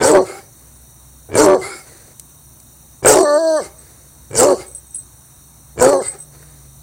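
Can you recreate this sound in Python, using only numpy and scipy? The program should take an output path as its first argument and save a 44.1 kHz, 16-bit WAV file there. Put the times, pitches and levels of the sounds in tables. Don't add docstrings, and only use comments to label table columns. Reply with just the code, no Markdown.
import sys
import numpy as np
from scipy import signal
from scipy.fft import rfft, irfft, next_fast_len
from scipy.io import wavfile
from scipy.ndimage import uniform_filter1d

SR = 44100
rng = np.random.default_rng(int(sys.argv[2]) if len(sys.argv) > 2 else 0)


def inscribe(sig):
    pcm = np.round(np.clip(np.atleast_2d(sig).T, -1, 1) * 32767)
    wavfile.write(sys.argv[1], SR, pcm.astype(np.int16))


def convert_level_to_amplitude(level_db):
    exponent = np.asarray(level_db, float) / 20
    return 10 ** exponent


N = 300762

# (frequency [Hz], density [dB/Hz])
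NIGHT_SPECTRUM = [(18, -48.5), (30, -10), (49, -5.5), (69, -3.5), (87, -2), (130, -9), (164, -10),
                  (231, -10.5), (374, -14), (397, -19), (1000, -18), (3000, -33), (3900, -40), (6600, -120)]
# (frequency [Hz], density [dB/Hz])
CHORUS_SPECTRUM = [(1760, -72), (3000, -33.5), (3520, -25.5), (3730, -2.5), (4030, -11), (4350, -5.5),
                   (4630, -19.5), (5040, -27.5), (5600, -6), (5840, 1.5), (7300, -7.5), (9010, 4),
                   (11300, -9.5), (14300, -3.5), (16000, -5)]
NIGHT_DB, CHORUS_DB = -48, -46.5
# (time [s], level [dB])
MOTOR_DRONE = [(0, -57.5), (5.3, -56.5), (6.05, -53), (6.3, -48), (6.82, -48)]
# (frequency [Hz], width [Hz], level [dB])
MOTOR_BANDS = [(62.6, 1.5, -51.5), (121.7, 30, -56), (238, 5.2, -68.5)]
# (frequency [Hz], width [Hz], level [dB], throb rate [1/s], depth [0-1], start [s], end [s])
INSECTS = [(14600, 1500, -53, 21.5, .95, 2.2, 2.95), (14600, 1500, -58, 21.5, .95, .2, 2.2),
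           (5850, 500, -57, 29.5, .95, -1, 8), (6720, 60, -62, 7.3, .9, 2.45, 3.1),
           (6780, 60, -64, 6.1, .9, .5, 1.3)]

# (time [s], peak [dB], upper rings [dB])
LINK_KNOCKS = [(3.228, -23.5, -20.5), (3.621, -32.5, -25), (3.786, -39, -24), (4.665, -39, -18),
               (4.681, -37.5, 17), (4.714, -39, -2), (4.749, -28, 16.5), (4.7787, -33, -3),
               (4.7905, -41, -31), (4.802, -57, -10), (4.869, -47, -15), (4.907, -42, -3), (4.943, -36, 3),
               (4.9462, -24.5, 15), (4.957, -27.5, 23.5), (4.9846, -27.5, -29), (5.971, -34, 12),
               (5.99, -32, -22), (6.027, -30, -33), (6.0493, -30, -22), (6.058, -29, -3),
               (6.066, -23.5, -9), (6.0805, -17.5, 4), (6.117, -31.5, -11), (6.1855, -38, 7),
               (6.2022, -31, 8), (6.223, -37.5, 15), (6.24, -45, 0)]
# (frequency [Hz], level [dB], T60 [s])
LINK_MODES = [(8210, 6, 0.093), (8120, -3.5, 0.15), (9770, -15.5, 0.12), (9700, -39, 0.092),
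              (10500, -31, 0.12)]
# (time [s], peak [dB], centre [Hz], width [Hz])
TICKS = [(1.353, 3, 8930, 500), (1.362, 0, 8900, 500), (1.46, -4, 10700, 1200), (2.1966, -17.5, 8600, 5630),
         (2.6007, -28, 8600, 5550), (2.91, -41, 6000, 3980), (6.427, -25, 1610, 1060)]
TICK_DB, TICK_PER_UPPER = -4.5, 0.41

# (start [s], length [s], level [dB])
SIGHS = [
    (0.525, 0.41, -54),
    (1.816, 0.35, -42),
    (3.719, 0.73, -46),
    (6.292, 0.43, -46),
]
# (frequency [Hz], level [dB])
SIGH_SPECTRUM = [(180, -20), (300, 1), (553, -1), (937, -9.5), (1990, -7), (3180, -24), (4360, -7.5),
                 (5390, -22), (5960, -8), (7170, -12.5), (9000, -4.5), (11700, -26), (19800, -120)]
SIGH_SAG_DB_S = 29.5
# (start [s], length [s], peak [dB], pipe whistle [dB], chest [dB])
GULPS = [
    (0.239, 0.15, -37.5, -0.5, 4),
    (1.603, 0.19, -35.5, 2, -4.5),
    (3.601, 0.054, -40.5, 1, 4),
    (4.568, 0.056, -40, 1, 1.5),
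    (6.011, 0.057, -38, 0.5, -4.5),
    (6.107, 0.036, -44, -1, 9),
]
# (frequency [Hz], width [Hz], level [dB])
WINDPIPE = [(374, 54, 12), (502, 31, 5.5), (800, 58, 7), (1350, 98, 2), (2150, 104, 5.5),
            (4650, 1200, -5.5), (7500, 1200, -5.5), (8600, 300, -1.5), (9900, 1300, -6.5)]
GULP_RISE_DB_S, GULP_RISE_S, GULP_SAG_DB_S, GULP_FALL_DB_S = 397, 0.034, 44.5, 250
PIPE_START_HZ, PIPE_END_HZ, PIPE_SLIDE_S, PIPE_WOBBLE = 2060, 2158, 0.1, .02

# (time [s], peak [dB], ring [Hz])
CREAKS = [(0.012, 3, 506), (1.3, -25, 373), (1.317, -12, 376), (1.329, -10, 385), (1.342, -1, 378),
          (1.354, 4.5, 530), (3.027, -15, 424), (3.037, -12, 412), (3.048, 7.5, 524), (4.311, -16.5, 385),
          (4.331, -12, 424), (4.343, -10, 463), (4.354, -2, 476), (5.777, -10.5, 436), (5.788, -7, 485),
          (5.797, 0, 509), (5.805, -14, 480), (5.933, -17, 556)]
# (frequency [Hz], level [dB], T60 [s])
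CREAK_RINGS = [(378, -18.5, 0.0556), (1200, -28.5, 0.048), (907, -12.5, 0.016), (1674, -17.5, 0.043),
               (2310, -17, 0.06), (2790, -22, 0.02), (4400, -27.5, 0.014), (7000, -29, 0.0092)]
# (time [s], peak [dB], whistle [Hz])
SPURTS = [(0.02, -22.5, 7500), (0.036, -27, 7600), (1.352, -22, 7500), (3.058, -7, 7700),
          (3.068, -6.5, 8200), (3.073, -18.5, 8750), (3.115, -20, 8000), (3.137, -4, 8200),
          (4.312, -35, 8000), (4.331, -33, 8000), (4.342, -30, 7500), (4.352, -17, 7000),
          (4.362, -17, 7350), (4.376, -17, 8600), (4.381, -6, 8500), (4.389, -7.5, 8600), (4.399, -2, 7900),
          (4.407, -7, 7600), (4.431, -7, 7600), (5.788, -31, 7500), (5.798, -19, 7300), (5.807, -23, 5550),
          (5.815, -26, 7500), (5.824, -4.5, 7800), (5.832, -17, 8400), (5.840, -15, 8200),
          (5.847, -7, 8000), (5.859, -24, 7900), (5.892, -15.5, 7800), (5.898, -25, 7900)]
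SPURT_T60_S, SPURT_WIDTH_HZ, SPURT_EDGE = 0.016, 900, .35

# (full [s], spent [s], blast [dB], wheeze [dB], second mode [0-1])
BARKS = [
    (0.04, 0.118, -14.5, -25, 1),
    (1.379, 1.454, -14, -25.5, 0.96),
    (3.081, 3.137, -7.5, -18.5, 1),
    (4.374, 4.446, -15, -22, 0.73),
    (5.816, 5.893, -21, -23.5, 0.5),
]
# (top [0-1], held [s], clearing [s])
HOARSE = [
    (.46, 0, .06),
    (.4, 0, .055),
    (.62, .03, .05),
    (.5, 0, .07),
    (.36, 0, .08),
]
MOUTHS = [0.825, 0.828, 0.822, 0.91, 0.823]
HALVES = [0.72, 0.58, 1.05, 0.46, 0.32]
# (time [s], pitch [Hz], effort [dB])
FIRST = [(0, 197.4, -16), (.01, 208, -20), (.014, 216, -8), (.1, 311.2, -7.5), (.126, 305, -9),
         (.158, 294.4, -2.5), (.2, 276, -11), (.229, 186, -19), (.28, 102, -51)]
# (time [s], pitch [Hz], effort [dB])
SECOND = [(1.286, 150, -39), (1.349, 188, -29), (1.357, 195, -12.5), (1.398, 289, -5), (1.437, 316.8, -6),
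          (1.482, 291.7, -6.5), (1.544, 291.5, -8), (1.608, 128.4, -28), (1.681, 79, -36)]
# (time [s], pitch [Hz], effort [dB])
THIRD = [(3.02, 167.2, -30), (3.046, 215.6, -36), (3.06, 247.3, -4), (3.1, 291, -6), (3.157, 297, -7.5),
         (3.215, 347.9, -9.5), (3.26, 291, -14)]
# (time [s], pitch [Hz], effort [dB])
BAY = [(3.311, 292.8, -12.5), (3.362, 297.6, -10.5), (3.382, 311.3, -11), (3.389, 330, -17),
       (3.469, 323.7, -13.5), (3.565, 308.9, -13.5), (3.589, 286.3, -17.5), (3.62, 187.3, -23.5),
       (3.68, 89.7, -57)]
# (time [s], pitch [Hz], effort [dB])
FOURTH = [(4.3, 171.7, -46), (4.352, 200, -28), (4.385, 226, -16), (4.403, 241, -7.5), (4.439, 271, -6.5),
          (4.473, 299.4, -10.5), (4.526, 272.4, -9), (4.571, 159.8, -32), (4.631, 88.3, -58)]
# (time [s], pitch [Hz], effort [dB])
FIFTH = [(5.758, 161, -39), (5.799, 236, -25), (5.816, 250, -5), (5.865, 262, -5.5), (5.919, 292.3, -12),
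         (5.936, 278, -8.5), (5.997, 266.2, -19), (6.02, 195.3, -21), (6.08, 86, -73)]
CALLS = [FIRST, SECOND, THIRD + BAY, FOURTH, FIFTH]
# (frequency [Hz], level [dB])
THROAT = [(60, -23), (110, -5.5), (200, -16.5), (330, -13.5), (480, 8.5), (640, 8), (800, -1.5), (960, -8),
          (1200, 2), (1340, -20), (1500, -10.5), (1630, -13.5), (1780, -3.5), (1900, -21), (2050, -63),
          (2400, -65), (3700, -72.5), (4100, -39), (4400, -21.5), (4800, -29.5), (5400, -54)]
# (frequency [Hz], level [dB])
RASP_SPECTRUM = [(140, -67.5), (230, -48.5), (280, -29.5), (348, -9), (414, -12), (464, -7), (571, -8.5),
                 (854, -15.5), (1060, -21), (1310, -25), (1910, -27), (2100, -28.5), (2640, -46),
                 (3600, -36.5), (4680, -47), (7920, -120)]
# (frequency [Hz], level [dB])
BLAST_SPECTRUM = [(1760, -26), (3000, -12.5), (3430, -31), (4600, -9.5), (6480, -7.5), (7000, -2),
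                  (8340, -2), (10300, -14.5), (12500, -23), (15100, -23.5), (16000, -45.5)]
# (frequency [Hz], level [dB])
WHEEZE_SPECTRUM = [(1880, -58.5), (2600, -56.5), (3000, -25), (3700, -21), (4300, -16), (5100, -17.5),
                   (5900, -9), (6700, -17), (8300, -12.5), (9500, -21), (10300, -28), (11000, -25.5),
                   (12700, -29), (13700, -33.5), (14400, -30.5), (15500, -39.5)]
# (frequency [Hz], width [Hz], level [dB], effort slope [dB/dB])
HEAD_CAVITIES = [(4387, 670, -6, 0.61), (5470, 330, -20.5, 0.44), (5970, 360, -10, .4),
                 (7600, 170, -9.5, .4), (8450, 340, -6.5, .5), (9360, 290, -13.5, 0.18)]
HEAD_DRIFT, HEAD_FLICKER_DB = .02, 3.5

BLAST_RISE_DB_S, BLAST_SAG_DB_S, BLAST_DROP_DB_S, WHEEZE_FOLLOWS = 692, 81, 711.5, 0.34
PUFF_DB, PUFF_FADE_DB_S, PUFF_END_DB = -27.5, 142, -41
SLACK_HZ, SLACK_SPAN_HZ = 246, 144.4
HALF_END, HALF_S = 0.45, 0.037
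ROUGH_END, ROUGH_REST = .25, .018
SECOND_HZ, SECOND_LIFT_HZ = 376, 60.09
SECOND_IDLE, SECOND_END, SECOND_RISE_S = 0.61, 2.2, 0.029
SECOND_HOLD_S, SECOND_FALL_S, SECOND_LINGERS, SECOND_DIES_S = .095, .025, .2, .12
BEATING = 0.35
SWING, SWING_TWICE = .55, .28
MOUTH_HELD, MOUTH_SHUT, MOUTH_STRAIN = 0.97, 0.3, 0.016
STRAIN_HZ, STRAIN_DB = 302.8, 7
VEIL_DB, VEIL_TOP_DB = 5, 9
TONGUE_START_HZ, TONGUE_END_HZ, TONGUE_DB = 1540, 1097, -11


def evened(x):
    return x / np.sqrt(np.mean(x ** 2) + 1e-20)


def read(points, hz):
    f, value = np.transpose(points)
    return np.interp(np.log(hz + 1), np.log(f + 1), value)


def add(mix, s, sound):
    part = mix[round(s * SR):][:len(sound)]
    part += sound[:len(part)]


def ramp(t, s, length):
    return np.clip((t - s) / length, 0, 1)


def colour(x, points):
    size = next_fast_len(len(x))
    gains = convert_level_to_amplitude(read(points, np.fft.rfftfreq(size, 1 / SR)))
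    return evened(irfft(rfft(x, size) * gains, size)[:len(x)])


def resonate(x, hz, width):
    turn = np.exp(2j * np.pi * np.cumsum(hz * np.ones(len(x))) / SR)
    r = np.exp(-np.pi * width / SR)
    return 2 * (turn * signal.lfilter([(1 - r) ** 2], [1, -2 * r, r * r], x / turn)).real


def wander(size, hz):
    lowpass = signal.butter(3, hz, fs=SR, output="sos")
    chance = signal.sosfilt(lowpass, rng.standard_normal(size + 8000))
    return np.clip(evened(chance[8000:]), -2.5, 2.5)


def patchy(x, db, bins, frames):
    z = signal.stft(x, nperseg=512)[2]
    patches = uniform_filter1d(rng.standard_normal(z.T.shape).T, bins, 0)
    patches = evened(uniform_filter1d(patches, frames, 1))
    return evened(signal.istft(z * convert_level_to_amplitude(db * patches), nperseg=512)[1][:len(x)])


def night():
    t, frames = np.arange(N) / SR, N // 256 + 5
    a, b, patches = rng.standard_normal((frames, 513, 3)).T
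    patches = evened(uniform_filter1d(uniform_filter1d(patches, 10, 0), 12, 1))
    wash = signal.istft((a + 1j * b) * convert_level_to_amplitude(1.2 * patches), nperseg=1024, noverlap=768)[1][:N]
    out = convert_level_to_amplitude(NIGHT_DB - 3.5) * colour(wash, NIGHT_SPECTRUM)
    out += convert_level_to_amplitude(CHORUS_DB) * colour(wash, CHORUS_SPECTRUM)
    drone = np.sqrt(2) * np.sin(2 * np.pi * 144 * t + 2.5 * wander(N, 2.5))
    out += convert_level_to_amplitude(np.interp(t, *np.transpose(MOTOR_DRONE))) * drone
    for hz, width, db in MOTOR_BANDS:
        out += convert_level_to_amplitude(db) * evened(resonate(rng.standard_normal(N), hz, width))
    for hz, width, db, rate, depth, start, end in INSECTS:
        throb = 1 - depth * (.5 + .5 * np.cos(2 * np.pi * rate * t + 0.51 * wander(N, 3)))
        singing = np.clip(np.minimum(t - start, end - t) / 0.022, 0, 1)
        out += convert_level_to_amplitude(db) * evened(resonate(rng.standard_normal(N), hz, width)) * throb * singing
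    return out


def yard(x):
    t = np.arange(SR // 2) / SR
    taps = rng.standard_normal(len(t)) * convert_level_to_amplitude(-51.0 - 60 * t / .5) * (t > .01)
    band = signal.butter(2, [300, 2600], "band", fs=SR)
    return signal.fftconvolve(x, signal.lfilter(*band, taps))[:N]


def chain():
    out, t = np.zeros(N), np.arange(6000) / SR
    gaps = np.diff(np.transpose(LINK_KNOCKS)[0], append=N / SR)
    phases = rng.random((len(LINK_KNOCKS), len(LINK_MODES)))
    for (s, db, upper_db), gap, phase in zip(LINK_KNOCKS, gaps, phases):
        ring = sum(convert_level_to_amplitude(g + upper_db * (hz > 9000) - 50 * t / t60) * np.sin(2 * np.pi * (hz * t + p))
                   for (hz, g, t60), p in zip(LINK_MODES, phase))
        ring *= 1 - 0.82 * ramp(t, gap, 0.0018)
        chirp = np.sin(2 * np.pi * 8000 * t * (1 + 90 * t))
        tick = convert_level_to_amplitude(TICK_DB + TICK_PER_UPPER * upper_db - 60 * t / 0.0031) * chirp
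        add(out, s, convert_level_to_amplitude(db) * (0.86 * ring * np.minimum(t / 0.00042, 1) + tick))
    for (s, db, hz, width), noise in zip(TICKS, rng.standard_normal((len(TICKS), 600))):
        burst = noise * convert_level_to_amplitude(-60 * t[:600] / 0.02)
        edge = 0.27 * width / hz * np.diff(burst, prepend=0)
        add(out, s, convert_level_to_amplitude(db - 1.5) * (resonate(burst, hz, width) + edge))
    return out


def sigh(row):
    s, length, db = row
    t = np.arange(0, length, 1 / SR)
    air = convert_level_to_amplitude(1.1 * wander(len(t), 36)) * rng.standard_normal(len(t))
    fade = signal.windows.tukey(len(t), .35)
    return s, convert_level_to_amplitude(db - SIGH_SAG_DB_S * t) * colour(air, SIGH_SPECTRUM) * fade


def gulp(row):
    s, length, peak_db, pipe_db, chest_db = row
    t = np.arange(0, length + 0.17, 1 / SR)
    db = (peak_db - GULP_RISE_DB_S * np.maximum(GULP_RISE_S - t, 0) - GULP_SAG_DB_S * t
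          - GULP_FALL_DB_S * np.maximum(t - length, 0))
    pipe_hz = PIPE_START_HZ + (PIPE_END_HZ - PIPE_START_HZ) * ramp(t, GULP_RISE_S, PIPE_SLIDE_S)
    slide = pipe_hz / WINDPIPE[4][0]
    air = patchy(rng.standard_normal(len(t)), 2.8, bins=3, frames=10)
    tube = np.zeros(len(t))
    for hz, width, db_mode in WINDPIPE:
        gain = convert_level_to_amplitude(db_mode + pipe_db * (2000 < hz < 3000) + chest_db * (hz < 1000)) * np.sqrt(width)
        moving_hz = hz * slide ** (hz > 1000) * (1 + PIPE_WOBBLE * wander(len(t), 25))
        tube += gain * evened(resonate(air, moving_hz, width))
    tube = evened(tube) + .45 * evened(resonate(air, 1400, 1290))
    return s, convert_level_to_amplitude(db + 8.0) * tube * signal.windows.tukey(len(t), .1)


def creak(row):
    s, db, hz = row
    t = np.arange(2200) / SR
    ring = np.cos(2 * np.pi * hz * t) * convert_level_to_amplitude(-60 * t / 0.023)
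    ring += sum(convert_level_to_amplitude(g - 60 * t / t60) * np.cos(2 * np.pi * f * t) for f, g, t60 in CREAK_RINGS)
    return s, convert_level_to_amplitude(db - 7.5) * ring * np.minimum(t / 0.00045, 1)


def spurt(row):
    s, db, hz = row
    t = np.arange(700) / SR
    jet = rng.standard_normal(len(t))
    sound = evened(resonate(jet, hz, SPURT_WIDTH_HZ)) + SPURT_EDGE * colour(jet, BLAST_SPECTRUM)
    return s, convert_level_to_amplitude(db + 3.0 - 60 * t / SPURT_T60_S) * sound * np.minimum(t / 0.001, 1)


def larynx(t, hz, spent, strength, hoarse, gape, halves):
    slack = np.clip((SLACK_HZ - hz) / SLACK_SPAN_HZ, 0, 1)
    late = ramp(t, spent, SECOND_RISE_S)
    top, held, clearing = hoarse
    rough = top * np.exp(-np.maximum(t - spent - held + 0.012, 0) / clearing) + ROUGH_END * slack * late
    half = halves * (1 - ramp(t, spent - .01, HALF_S)) + HALF_END * slack
    linger = SECOND_LINGERS * np.exp(-np.maximum(t - spent - SECOND_HOLD_S, 0) / SECOND_DIES_S)
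    held_on = np.maximum(1 - ramp(t, spent + SECOND_HOLD_S, SECOND_FALL_S), linger)
    ringing = np.maximum(strength * late * held_on, SECOND_END * slack * late)
    second = SECOND_IDLE * strength * (1 - late) + ringing
    mouth = gape + (MOUTH_HELD - gape) * late - MOUTH_SHUT * slack
    mouth -= MOUTH_STRAIN * ramp(hz, STRAIN_HZ, 23)
    return rough, half, second, mouth, slack * late


def fold_lines(hz, turns, rough, half, second, mouth):
    k = np.arange(1, 35)[:, None] / 2
    sway = 1 + .01 * wander(len(hz), 8)
    gains = convert_level_to_amplitude(read(THROAT, k * hz / (mouth * sway))) * np.where(k % 1, half, 1)
    gains[6:] *= convert_level_to_amplitude(-VEIL_DB * (rough + second))
    gains[8:] *= convert_level_to_amplitude(-VEIL_TOP_DB * np.clip(2.5 * second - .3, 0, 1))
    gains[5:] *= convert_level_to_amplitude(-STRAIN_DB * ramp(hz, STRAIN_HZ + 6, 12.2))
    gains[1] *= convert_level_to_amplitude(5.5 + 5.9 * second + 4.3 * rough)
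    gains[0] *= convert_level_to_amplitude(4.4 + 4 * second)
    lines = (gains * np.cos(2 * np.pi * k * turns - 0.621 * k ** 2)).sum(0)
    return lines / np.sqrt((gains ** 2).sum(0) / 2)


def coupled_folds(lines, second_turns, beat, second, closing):
    swung = np.clip(second, 0, 1) * (1 - closing) ** 2
    lines = lines * (1 + swung * (SWING * np.cos(beat) + SWING_TWICE * np.cos(2 * beat + 1)))
    other = np.cos(2 * np.pi * second_turns)
    overtones = 0.36 * np.cos(4 * np.pi * second_turns + 1) + 0.2 * np.cos(6 * np.pi * second_turns + 2)
    folds = lines + second * (1.29 * other + overtones + 0.58 * resonate(lines * other, 930, 430))
    return folds / np.sqrt(1 + second ** 2)


def rasp(t, gate, air, rough, full, spent):
    grain = patchy(rng.standard_normal(len(t)), 4, bins=2, frames=8)
    out = colour(np.sqrt(abs(gate)) * grain, RASP_SPECTRUM)
    third_resonance = evened(resonate(air, 2230, 200))
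    out += 0.077 * third_resonance * (1 - 1.1 * ramp(t, full, 0.084))
    tongue_hz = np.interp(t, [full, spent + 0.0092], [TONGUE_START_HZ, TONGUE_END_HZ])
    tongue = evened(resonate(gate * air, tongue_hz, 190))
    out += convert_level_to_amplitude(TONGUE_DB) * tongue * (1 - ramp(t, spent, 0.0098))
    dull = resonate(out, 570, 3000)
    return dull + np.clip(2.8 * rough - .35, 0, 1) * (out - dull)


def hiss(turns, gate, air, rough, voice_db):
    size = len(turns)
    wide = np.clip(2.2 * rough - .3, 0, 1)
    slaps = evened(np.diff(np.floor(turns), prepend=0))
    streaks = gate * patchy(air, 3.5, bins=2, frames=14) + .45 * slaps
    streaks += 1.1 * (1 - rough) * resonate(slaps, 4400, 1100)
    clumps = patchy(air, 6.1, bins=5, frames=4)
    whistles = np.zeros(size)
    for hz, width, db, follows in HEAD_CAVITIES:
        effort_db = follows * np.clip(voice_db + 13.5, -15, 4)
        gain = convert_level_to_amplitude(db + effort_db + HEAD_FLICKER_DB * wander(size, 29.0))
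        drifting_hz = hz * (1 + HEAD_DRIFT * wander(size, 3.95))
        whistles += gain * evened(resonate(streaks, drifting_hz, width))
    wheeze = 0.2 * colour(streaks, WHEEZE_SPECTRUM) + 0.28 * whistles
    blast = colour(gate * (clumps + 0.32 * slaps), BLAST_SPECTRUM)
    return np.sqrt(wide) * blast + np.sqrt(1 - wide) * wheeze


def bark(call, row, hoarse, gape, halves):
    call_s, call_hz, call_db = np.transpose(call)
    full, spent, blast_db, wheeze_db, strength = row
    t = np.arange(call_s[0], call_s[-1], 1 / SR)
    hz, voice_db = np.interp(t, call_s, call_hz), np.interp(t, call_s, call_db)
    rough, half, second, mouth, closing = larynx(t, hz, spent, strength, hoarse, gape, halves)
    blast_db = (blast_db - BLAST_RISE_DB_S * np.maximum(full - t, 0)
                - BLAST_SAG_DB_S * np.maximum(t - full, 0) - BLAST_DROP_DB_S * np.maximum(t - spent, 0))
    wheeze_flow = convert_level_to_amplitude(wheeze_db + WHEEZE_FOLLOWS * voice_db) * ramp(t, full - .022, .02)
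    flow = np.hypot(convert_level_to_amplitude(blast_db), wheeze_flow * (1 - 0.1 * closing))
    push = convert_level_to_amplitude(PUFF_DB - PUFF_FADE_DB_S * abs(t - full)) + convert_level_to_amplitude(PUFF_END_DB) * closing ** 2

    hz, rough = uniform_filter1d(hz, size=400), np.clip(rough + ROUGH_REST, 0, 1)
    turns = np.cumsum(hz * (1 + (.003 + .035 * rough) * wander(len(t), 40))) / SR
    second_hz = SECOND_HZ + SECOND_LIFT_HZ * (1 - ramp(t, spent - .005, 0.02866))
    second_turns = np.cumsum(second_hz * (1 + 0.0257 * wander(len(t), 44))) / SR
    beat = 2 * np.pi * (second_turns - turns)
    lines = fold_lines(hz, turns, rough, half, second, mouth)
    folds = coupled_folds(lines, second_turns, beat, second, closing)

    weak = 1 - 2.15 * np.minimum(half, .6) * (turns % 2 > 1)
    gate = 1.26 + np.exp(-(turns % 1) / .28) * weak
    gate *= 1 + np.clip(BEATING * second, 0, 1) * np.cos(beat)
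    air = convert_level_to_amplitude(.8 * wander(len(t), 40)) * rng.standard_normal(len(t))
    voice = np.sqrt(1 - rough) * folds + rough * rasp(t, gate, air, rough, full, spent)
    puff = evened(resonate(rng.standard_normal(len(t)), 110, 78))
    total = convert_level_to_amplitude(voice_db) * voice + flow * hiss(turns, gate, air, rough, voice_db) + push * puff
    return call_s[0], total * signal.windows.tukey(len(t), .03)


def scene():
    dog = np.zeros(N)
    barks = map(bark, CALLS, BARKS, HOARSE, MOUTHS, HALVES)
    breaths = [*map(sigh, SIGHS), *map(gulp, GULPS)]
    for s, sound in [*breaths, *map(creak, CREAKS), *map(spurt, SPURTS), *barks]:
        add(dog, s, sound)
    loud_db = 10 * np.log10(abs(uniform_filter1d(dog ** 2, 2500)) + 1e-12)
    duck = convert_level_to_amplitude(-.8 * np.maximum(loud_db + 34, 0))
    return (dog + yard(dog) + chain() + duck * night())[None]


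def band_limit(x):
    return signal.sosfilt(signal.butter(12, 16820, fs=SR, output="sos"), x)


def record(dry):
    thin = signal.sosfilt(signal.butter(2, 38, "high", fs=SR, output="sos"), dry)
    clipped = thin / (1 + abs(thin / .7) ** 24) ** (1 / 24)
    edge = signal.firwin(301, 15900, window=("kaiser", 9), fs=SR)
    mix = signal.oaconvolve(clipped, edge[None], "same")
    return band_limit(mix)


dry = scene()
out = record(dry)
inscribe(out)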